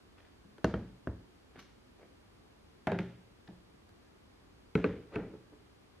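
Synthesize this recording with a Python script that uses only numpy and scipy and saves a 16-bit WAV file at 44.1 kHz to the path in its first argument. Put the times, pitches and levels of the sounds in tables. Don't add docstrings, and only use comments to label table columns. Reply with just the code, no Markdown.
import sys
import numpy as np
from scipy import signal
from scipy.fft import rfft, irfft
from scipy.io import wavfile

SR = 44100
rng = np.random.default_rng(int(sys.argv[2]) if len(sys.argv) > 2 else 0)


def put_to_file(sound):
    columns = np.atleast_2d(sound).T
    safe = np.clip(columns, -1, 1)
    whole_steps = np.round(safe * 32767)
    wavfile.write(sys.argv[1], SR, whole_steps.astype(np.int16))


N = 264600
AGE = np.arange(SR) / SR
EDGES = 20 * 2 ** np.arange(0, 10.1, .5)
CENTRES = np.sqrt(EDGES[1:] * EDGES[:-1])
BANK = [signal.butter(2, band, "band", fs=SR, output="sos") for band in zip(EDGES, EDGES[1:])]

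# start_s, level_db, place (0 landing edge to 1 far feet), free_db (how freely it rings),
# desk_db (desk-top ring), sway_db (whole desk), wet_db (sent to the room), top_hz (contact bandwidth)
LAPTOP_CONTACTS = [(.449, -31, 0.3, -4, 1.5, -13, -3, 308), (.6436, 1, 0.29, 0.5, -2.5, 2, -5.5, 5500),
                   (.7396, -11, 0.92, 4.5, 3, 12, 0.5, 3100), (1.0724, -5, 0.89, -6, -4.5, 8, -10, 1710),
                   (1.578, -26.5, 0.77, 0, -6, -4, -3, 380)]
# pitch_hz, edge_db (struck on landing edge), feet_db (struck on far feet), t60_s
LAPTOP_MODES = [(197, -28.5, -24, 0.13), (297, -56, -37, 0.096), (380, -29, -27, 0.05),
                (467.7, -26.5, -34, 0.15), (637, -29, -34.5, 0.1), (767, -35, -39, 0.058),
                (930, -52, -44, 0.014), (1114, -24, -42, 0.023), (1285, -31, -29, 0.032),
                (1463, -39, -37, 0.076), (1580, -35, -33, 0.015), (1835, -33.5, -31.5, 0.037),
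                (2770, -46, -45, 0.063), (3130, -32, -35, 0.021), (4300, -40, -41, 0.017),
                (5990, -32, -46, 0.018)]
# pitch_hz, density_db (per Hz)
LAPTOP_CROWD = [(30, -20), (80, -5), (230, 18.5), (600, 6), (1000, 1), (1650, 1), (2200, -10.5),
                (5000, -19.5), (8000, -24.5), (14000, -8.5)]
# start_s, level_db
LAPTOP_CLICKS = [(.582, -22.5), (1.0724, -18.5), (1.557, -27)]


def laptop():
    landing = set_down(LAPTOP_CONTACTS, LAPTOP_MODES, LAPTOP_CROWD, modes_db=-1.5, pulse_db=-1.0,
                       crack_db=0.0, crack_t60=0.018, lag_s=0.00041, room_db=-3.5, boom_db=-10.5,
                       diffuse_db=2.5, order=3, lowest_hz=22)
    clicks = edge_clicks(LAPTOP_CLICKS, LAPTOP_MODES, LAPTOP_CROWD, modes_db=-10, low_hz=249,
                         high_hz=4000, crack_t60=0.012, room_db=-8.0)
    return landing + clicks


# start_s, level_db, place (0 landing edge to 1 far feet), free_db (how freely it rings),
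# desk_db (desk-top ring), sway_db (whole desk), wet_db (sent to the room), top_hz (contact bandwidth)
CONTROLLER_CONTACTS = [(2.8707, -1.5, 0.019, 1, -5.5, -24, -4, 5840),
                       (2.8757, -5, 0.19, -8, -16, -26, -9, 4500), (2.8975, -20, 0, 8, -14, -26, -9, 2600),
                       (2.918, -5, 0.99, 0, -1.5, -26, -5, 4300),
                       (2.9282, -10.5, 1, -0.5, 2, -27, -2, 1900),
                       (2.9455, -14.5, 0.45, -2, -2.5, -27, 5.5, 2100),
                       (2.9915, -13.5, 0.93, 2.5, 5, -15, 1.5, 1400),
                       (3.4868, -21.5, 0.6, -3, 4, -1, -1, 845)]
# pitch_hz, edge_db (struck on landing edge), feet_db (struck on far feet), t60_s
CONTROLLER_MODES = [(97, -29.5, -32.5, 0.18), (166, -37, -32, 0.22), (229, -26.5, -38, 0.13),
                    (394, -50, -25, 0.14), (539, -28.5, -45, 0.22), (630, -21.5, -40, 0.06),
                    (722, -25.5, -33, 0.053), (890, -31.5, -22.5, 0.034), (1414, -44, -52, 0.22),
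                    (1565, -34.5, -24.5, 0.03), (1700, -44, -52, 0.043), (2540, -60, -41, 0.03),
                    (2880, -58, -60, 0.043), (3800, -46, -41, 0.028)]
# pitch_hz, density_db (per Hz)
CONTROLLER_CROWD = [(25, -36), (60, -6), (115, 16), (380, 12), (650, 10.5), (1000, -2), (1700, 1.5),
                    (2600, -7.5), (4000, -21), (8000, -29), (14000, -21)]
# start_s, level_db
CONTROLLER_CLICKS = [(2.9178, -8), (2.9883, 0)]


def controller():
    landing = set_down(CONTROLLER_CONTACTS, CONTROLLER_MODES, CONTROLLER_CROWD, modes_db=-3.5, pulse_db=0.0,
                       crack_db=-2, crack_t60=0.03, lag_s=0.00079, room_db=-4.0, boom_db=-6.5,
                       diffuse_db=-2.5, order=2, lowest_hz=83)
    clicks = edge_clicks(CONTROLLER_CLICKS, CONTROLLER_MODES, CONTROLLER_CROWD, modes_db=-17, low_hz=1780,
                         high_hz=4270, crack_t60=0.02, room_db=-7.0)
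    return landing + clicks + rattle(CONTROLLER_CONTACTS, CONTROLLER_CROWD, CONTROLLER_MODES)


def rattle(contacts, crowd, modes, clicks_per_s=710, t60_s=0.24, level_db=-13.5, shell_db=5.5, room_db=-7.5):
    growth = 2.14
    out, room = np.zeros((2, N)), room_response(0)
    shell = from_db(shell_db) * ring(struck_at(modes, 0))
    click = low_pass(high_pass(first_wave(crowd) + shell, 880), 3100, order=3)
    for start_s, blow_db, *_ in contacts:
        touches = (rng.random(SR) < clicks_per_s / SR) * rng.choice([-1, 1], SR)
        touches = touches * from_db(-60 * AGE / t60_s)
        sound = from_db(growth * blow_db + level_db) * signal.fftconvolve(touches, click)[:SR]
        add(out, start_s, at_ports(sound) + from_db(room_db) * echo(sound, room))
    return out


# start_s, level_db, button_db (share that rings the button), cut_hz
TICK_TIMES = [(3.4756, -18.5, 4, 4500), (3.4784, -16.5, 0, 3980), (3.8922, -26, -17, 13000)]
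# pitch_hz, density_db (per Hz)
TICK_CROWD = [(100, 4), (1000, -12), (1750, -5), (2500, -23), (4000, -11), (8000, -36), (14000, -23)]
# pitch_hz, level_db, t60_s
BUTTON_MODES = [(1730, -40.5, 0.028), (3700, -41, 0.012)]


def ticks(room_db=-10.0):
    out, room = np.zeros((2, N)), room_response(0)
    for start_s, level_db, button_db, cut_hz in TICK_TIMES:
        button = from_db(button_db) * ring(BUTTON_MODES)
        click = from_db(level_db) * low_pass(crack(TICK_CROWD, t60=0.013) + button, cut_hz)
        add(out, start_s, at_ports(click) + from_db(room_db) * echo(click, room))
    return out


# start_s, level_db, place (0 landing edge to 1 far feet), free_db (how freely it rings),
# desk_db (desk-top ring), sway_db (whole desk), wet_db (sent to the room), top_hz (contact bandwidth)
FRAME_CONTACTS = [(4.7524, 1, 0.19, 0.0035, 1.5, -19, -3, 6860), (4.8417, 0.5, 1, 0, -5.5, -27, -2, 4700),
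                  (5.1585, -4.5, 1, 0, -4, -23, -2, 2920), (5.249, -29, 0.67, 0, 10, -12, 2.5, 550),
                  (5.336, -20.5, 1, 0, -1, -18, -9.5, 690)]
# pitch_hz, edge_db (struck on landing edge), feet_db (struck on far feet), t60_s
FRAME_MODES = [(274, -11.5, -27, 0.03), (295, -29.5, -24, 0.14), (396.4, -20.5, -23, 0.092),
               (447, -20, -16.5, 0.056), (610, -42, -44, 0.069), (900, -47, -56, 0.065),
               (1200, -61, -31, 0.048), (1340, -22.5, -28.5, 0.056), (1520, -29, -27, 0.045),
               (1744, -36, -49, 0.054), (2194, -28.5, -35, 0.031), (2560, -26, -23.5, 0.018),
               (3110, -37, -38.5, 0.018), (3950, -41.5, -50, 0.022), (4350, -63, -41, 0.017),
               (5700, -42, -56, 0.029)]
# pitch_hz, density_db (per Hz)
FRAME_CROWD = [(30, -11), (70, 5.5), (300, 15), (700, -0.5), (1000, -4.5), (1500, -1.5), (2500, -8.5),
               (4000, -28), (8000, -36), (14000, -32)]
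# start_s, level_db
FRAME_CLICKS = [(5.1565, -7.5)]


def frame():
    landing = set_down(FRAME_CONTACTS, FRAME_MODES, FRAME_CROWD, modes_db=-7.5, pulse_db=-12.5,
                       crack_db=-1.0, crack_t60=0.024, lag_s=0.001595, room_db=-6.5, boom_db=-1.5,
                       diffuse_db=6.0, order=2, lowest_hz=35.6)
    clicks = edge_clicks(FRAME_CLICKS, FRAME_MODES, FRAME_CROWD, modes_db=-7, low_hz=2200,
                         high_hz=7440, crack_t60=0.01, room_db=-9.0)
    return landing + clicks


# pitch_hz, level_db, t60_s
DESK_MODES = [(122, -41.5, 0.59), (179.1, -35, 0.54), (197.3, -26, 0.089), (230, -55, 0.11),
              (280.3, -38, 0.11), (322, -34.5, 0.13)]
# pitch_hz, level_db, t60_s
SWAY_MODES = [(52, -50.5, 0.68), (68, -36.5, 0.3), (90.4, -45, 0.35), (110, -40.5, 0.34)]


def set_down(contacts, modes, crowd, modes_db, pulse_db, crack_db, crack_t60, lag_s, room_db, boom_db,
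             diffuse_db, order, lowest_hz):
    out, room = np.zeros((2, N)), room_response(0)
    pulse = from_db(pulse_db) * first_wave(crowd)
    for start_s, level_db, place, free_db, desk_db, sway_db, wet_db, top_hz in contacts:
        object_ring = from_db(modes_db + free_db) * ring(struck_at(modes, place))
        desk_ring = from_db(desk_db) * low_pass(ring(DESK_MODES, in_step=True), 870)
        body = high_pass(object_ring + desk_ring, 76)
        attack = high_pass(pulse + from_db(crack_db + free_db) * crack(crowd, crack_t60), lowest_hz)
        sway = from_db(sway_db) * high_pass(ring(SWAY_MODES), 35)
        direct = at_ports(dispersed(attack + body + sway, lag_s))
        boom = from_db(boom_db) * echo(low_pass(body, 810), room)
        tail = boom + from_db(diffuse_db) * wash(crowd)
        knock = low_pass(direct + from_db(room_db + wet_db) * tail, top_hz, order=order)
        add(out, start_s, from_db(level_db) * knock)
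    return out


def edge_clicks(clicks, modes, crowd, modes_db, low_hz, high_hz, crack_t60, room_db):
    out = np.zeros((2, N))
    for start_s, level_db in clicks:
        attack = from_db(-6.5) * first_wave(crowd) + crack(crowd, crack_t60)
        direct = at_ports(attack + from_db(modes_db) * ring(struck_at(modes, 1)))
        click = high_pass(direct + from_db(room_db) * wash(crowd), low_hz)
        add(out, start_s, from_db(level_db) * low_pass(click, high_hz))
    return out


# peak_s, swell_s, fade_s, level_db, cut_hz
SLIDE_STROKES = [(5.151, 0.026, 0.012, -45.5, 4300), (5.21, 0.082, 0.035, -49, 2200),
                 (5.348, 0.033, 0.019, -54, 820), (5.535, 0.019, 0.0089, -55.5, 1000)]
# pitch_hz, level_db
SCRAPE_COLOUR = [(100, 4), (400, 12), (700, 3), (1400, 0), (2600, -7), (3400, -13), (4200, -13),
                 (6000, -24), (14000, -36)]


def frame_slides():
    frame_ring = from_db(-9.0) * low_pass(ring(struck_at(FRAME_MODES, 0.55)), 440)
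    texture = frame_ring + first_wave(SCRAPE_COLOUR)
    return rub(SLIDE_STROKES, texture, slips_per_s=2200, grain_db=1.5, room_db=-8.5)


# peak_s, swell_s, fade_s, level_db, cut_hz
FINGER_STROKES = [(.19, 0.014, 0.017, -64, 1780), (.25, 0.026, 0.034, -68, 1900),
                  (1.583, 0.032, 0.023, -59, 1800), (1.599, 0.011, 0.0074, -59.5, 14000),
                  (1.62, 0.006, 0.014, -63, 16000), (1.653, 0.0065, 0.0072, -71, 9100),
                  (2.025, 0.037, 0.02, -62, 680)]
# pitch_hz, level_db
SKIN_COLOUR = [(100, -16), (400, 10), (900, 5.5), (1600, 11), (3000, 10.5), (5500, 3.5), (9000, -15),
               (13000, -7), (16000, -18)]


def finger_brushes():
    return rub(FINGER_STROKES, first_wave(SKIN_COLOUR), slips_per_s=1600, grain_db=4.0, room_db=-7.5)


def rub(strokes, texture, slips_per_s, grain_db, room_db):
    out, room = np.zeros((2, N)), room_response(0)
    lead_s = .125
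    for peak_s, swell_s, fade_s, level_db, cut_hz in strokes:
        unevenness = rms_one(low_pass(rng.standard_normal(SR), 100))
        sizes = rng.choice([-1, 1], SR) * from_db(grain_db * unevenness)
        slips = (rng.random(SR) < slips_per_s / SR) * sizes
        friction = rms_one(low_pass(signal.fftconvolve(slips, texture)[:SR], cut_hz))
        stroke = np.exp(-((AGE - lead_s) / np.where(AGE < lead_s, swell_s, fade_s)) ** 2)
        sound = from_db(level_db) * friction * stroke
        add(out, peak_s - lead_s, at_ports(sound) + from_db(room_db) * echo(sound, room))
    return out


# pitch_hz, level_db
AIR_MID = [(12, -43), (20, -22), (49, -0.5), (97, -2), (151, -10.5), (174, -3), (205, -9), (302, -5.5),
           (357, -4), (409, -15), (674, -16), (733, -17), (940, -16.5), (12700, -39.5), (15000, -121)]
# pitch_hz, level_db
AIR_SIDE = [(12, -61), (20, -36), (155, 4.5), (398, 5), (525, -1.5), (1020, -4.5), (2220, -11), (4200, -11),
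            (4950, -22), (12700, -27), (15000, -71)]


def room_tone(mid_db=-63, side_db=-65, whine_hz=13007, whine_db=-95):
    whine = from_db(whine_db) * np.sqrt(2) * np.sin(2 * np.pi * whine_hz * np.arange(N) / SR)
    air = np.array([from_db(mid_db) * steady(AIR_MID, N), from_db(side_db) * steady(AIR_SIDE, N)])
    return low_pass(air, 12000, order=10) + np.array([whine, 0.3 * whine])


# pitch_hz, t60_s
ROOM_DECAY = [(60, 0.4), (160, 0.51), (420, 0.45), (1100, 0.39), (2900, 0.64), (8000, 0.47), (14000, .2)]
# pitch_hz, level_db
ROOM_BALANCE = [(60, 10.5), (160, 5), (400, 6), (900, 1), (2500, 2), (6000, 8), (14000, -4.5)]
# pitch_hz, side_minus_mid_db
PORT_WIDTH = [(60, -62), (170, -51), (350, -18), (700, -19), (1400, -14.5), (2800, -8), (5500, -4),
              (11000, 6.5)]


def room_response(spectrum, build_s=0.0025, lumpy_db=4.5, mixing_s=0.076):
    age = AGE[:SR * 3 // 4]
    unevenness = rms_one(low_pass(rng.standard_normal(len(age)), 400))
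    lumps = from_db(lumpy_db * np.exp(-age / mixing_s) * unevenness)
    build = 1 - np.exp(-(age / build_s) ** 2)
    dying = [lumps * build * from_db(-60 * age / t60) for t60 in at_hz(ROOM_DECAY, CENTRES)]
    colour = at_hz(ROOM_BALANCE, CENTRES) + spectrum
    return np.array([banded(colour, dying), banded(colour + at_hz(PORT_WIDTH, CENTRES), dying)])


def at_ports(sound, scatter_s=0.00038):
    dying = np.exp(-AGE[:SR // 20] / scatter_s)
    scatter = banded(at_hz(PORT_WIDTH, CENTRES), [dying] * len(BANK))
    return np.array([sound, signal.fftconvolve(sound, scatter)[:SR]])


def echo(sound, room):
    return signal.fftconvolve(sound[None], room, axes=1)[:, :SR]


def wash(crowd):
    response = room_response(at_hz(crowd, CENTRES))
    return np.pad(response, ((0, 0), (0, SR - response.shape[1])))


def struck_at(modes, place):
    hz, edge_db, feet_db, t60 = np.array(modes).T
    return np.transpose([hz, edge_db + np.clip(place, 0, 1) * (feet_db - edge_db), t60])


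def ring(modes, spread_db=2.0, in_step=False):
    hz, db, t60 = np.array(modes).T[:, :, None]
    signs = 1 if in_step else (-1) ** np.arange(len(hz))[:, None]
    strength_db = db + rng.normal(0, spread_db, db.shape)
    decay = from_db(strength_db - 60 * AGE / t60)
    return np.sum(signs * decay * np.sin(2 * np.pi * hz * AGE), axis=0)


def crack(crowd, t60):
    age = AGE[:SR // 5]
    dying = [from_db(-60 * age / (t60 * (1000 / hz) ** 0.09)) for hz in CENTRES]
    return np.pad(banded(at_hz(crowd, CENTRES), dying), (0, SR - len(age)))


def first_wave(spectrum):
    gain = from_db(at_hz(spectrum, np.arange(SR // 2 + 1) + 1))
    cepstrum = irfft(np.log(gain), SR)
    cepstrum[1:SR // 2] *= 2
    cepstrum[SR // 2 + 1:] = 0
    return irfft(np.exp(rfft(cepstrum)), SR)


def dispersed(sound, lag_s, corner_hz=1300):
    hz = np.arange(SR // 2 + 1)
    phase = 2 * np.pi * lag_s * corner_hz * np.arctan(hz / corner_hz)
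    spread = irfft(rfft(sound) * np.exp(-1j * phase), SR)
    return spread * np.minimum(1, 2 * (1 - AGE)) ** 2


def banded(levels_db, envelopes):
    out = 0
    for sos, width, db, envelope in zip(BANK, np.diff(EDGES), levels_db, envelopes):
        size = len(envelope)
        band = signal.sosfilt(sos, rng.standard_normal(size) * envelope + 1e-18)
        out = out + from_db(db) * rms_one(band) * np.sqrt(2 * width / SR / size)
    return out


def steady(spectrum, size):
    return rms_one(banded(at_hz(spectrum, CENTRES), [np.ones(size)] * len(BANK)))


def from_db(db):
    return 10 ** (np.asarray(db) / 20)


def at_hz(points, hz):
    table = np.array(points)
    return np.interp(np.log(hz), np.log(table[:, 0]), table[:, 1])


def rms_one(x):
    return x / np.sqrt(np.mean(x ** 2) + 1e-30)


def low_pass(x, hz, order=2):
    sos = signal.butter(order, min(hz, SR / 2 - 1000), fs=SR, output="sos")
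    return signal.sosfilt(sos, x + 1e-18)


def high_pass(x, hz):
    return signal.sosfilt(signal.butter(2, hz, "high", fs=SR, output="sos"), x + 1e-18)


def add(out, start_s, sound):
    start = max(round(start_s * SR), 0)
    out[:, start:start + sound.shape[-1]] += sound[..., :N - start]


def scene():
    objects = laptop() + controller() + frame()
    touches = ticks() + frame_slides() + finger_brushes()
    mid, side = objects + touches + room_tone()
    return np.array([mid + side, mid - side])


def record(dry):
    top_cut = signal.ellip(10, .1, 80, 15200, fs=SR, output="sos")
    return signal.sosfilt(top_cut, high_pass(dry, 24))


dry = scene()
out = record(dry)
put_to_file(out)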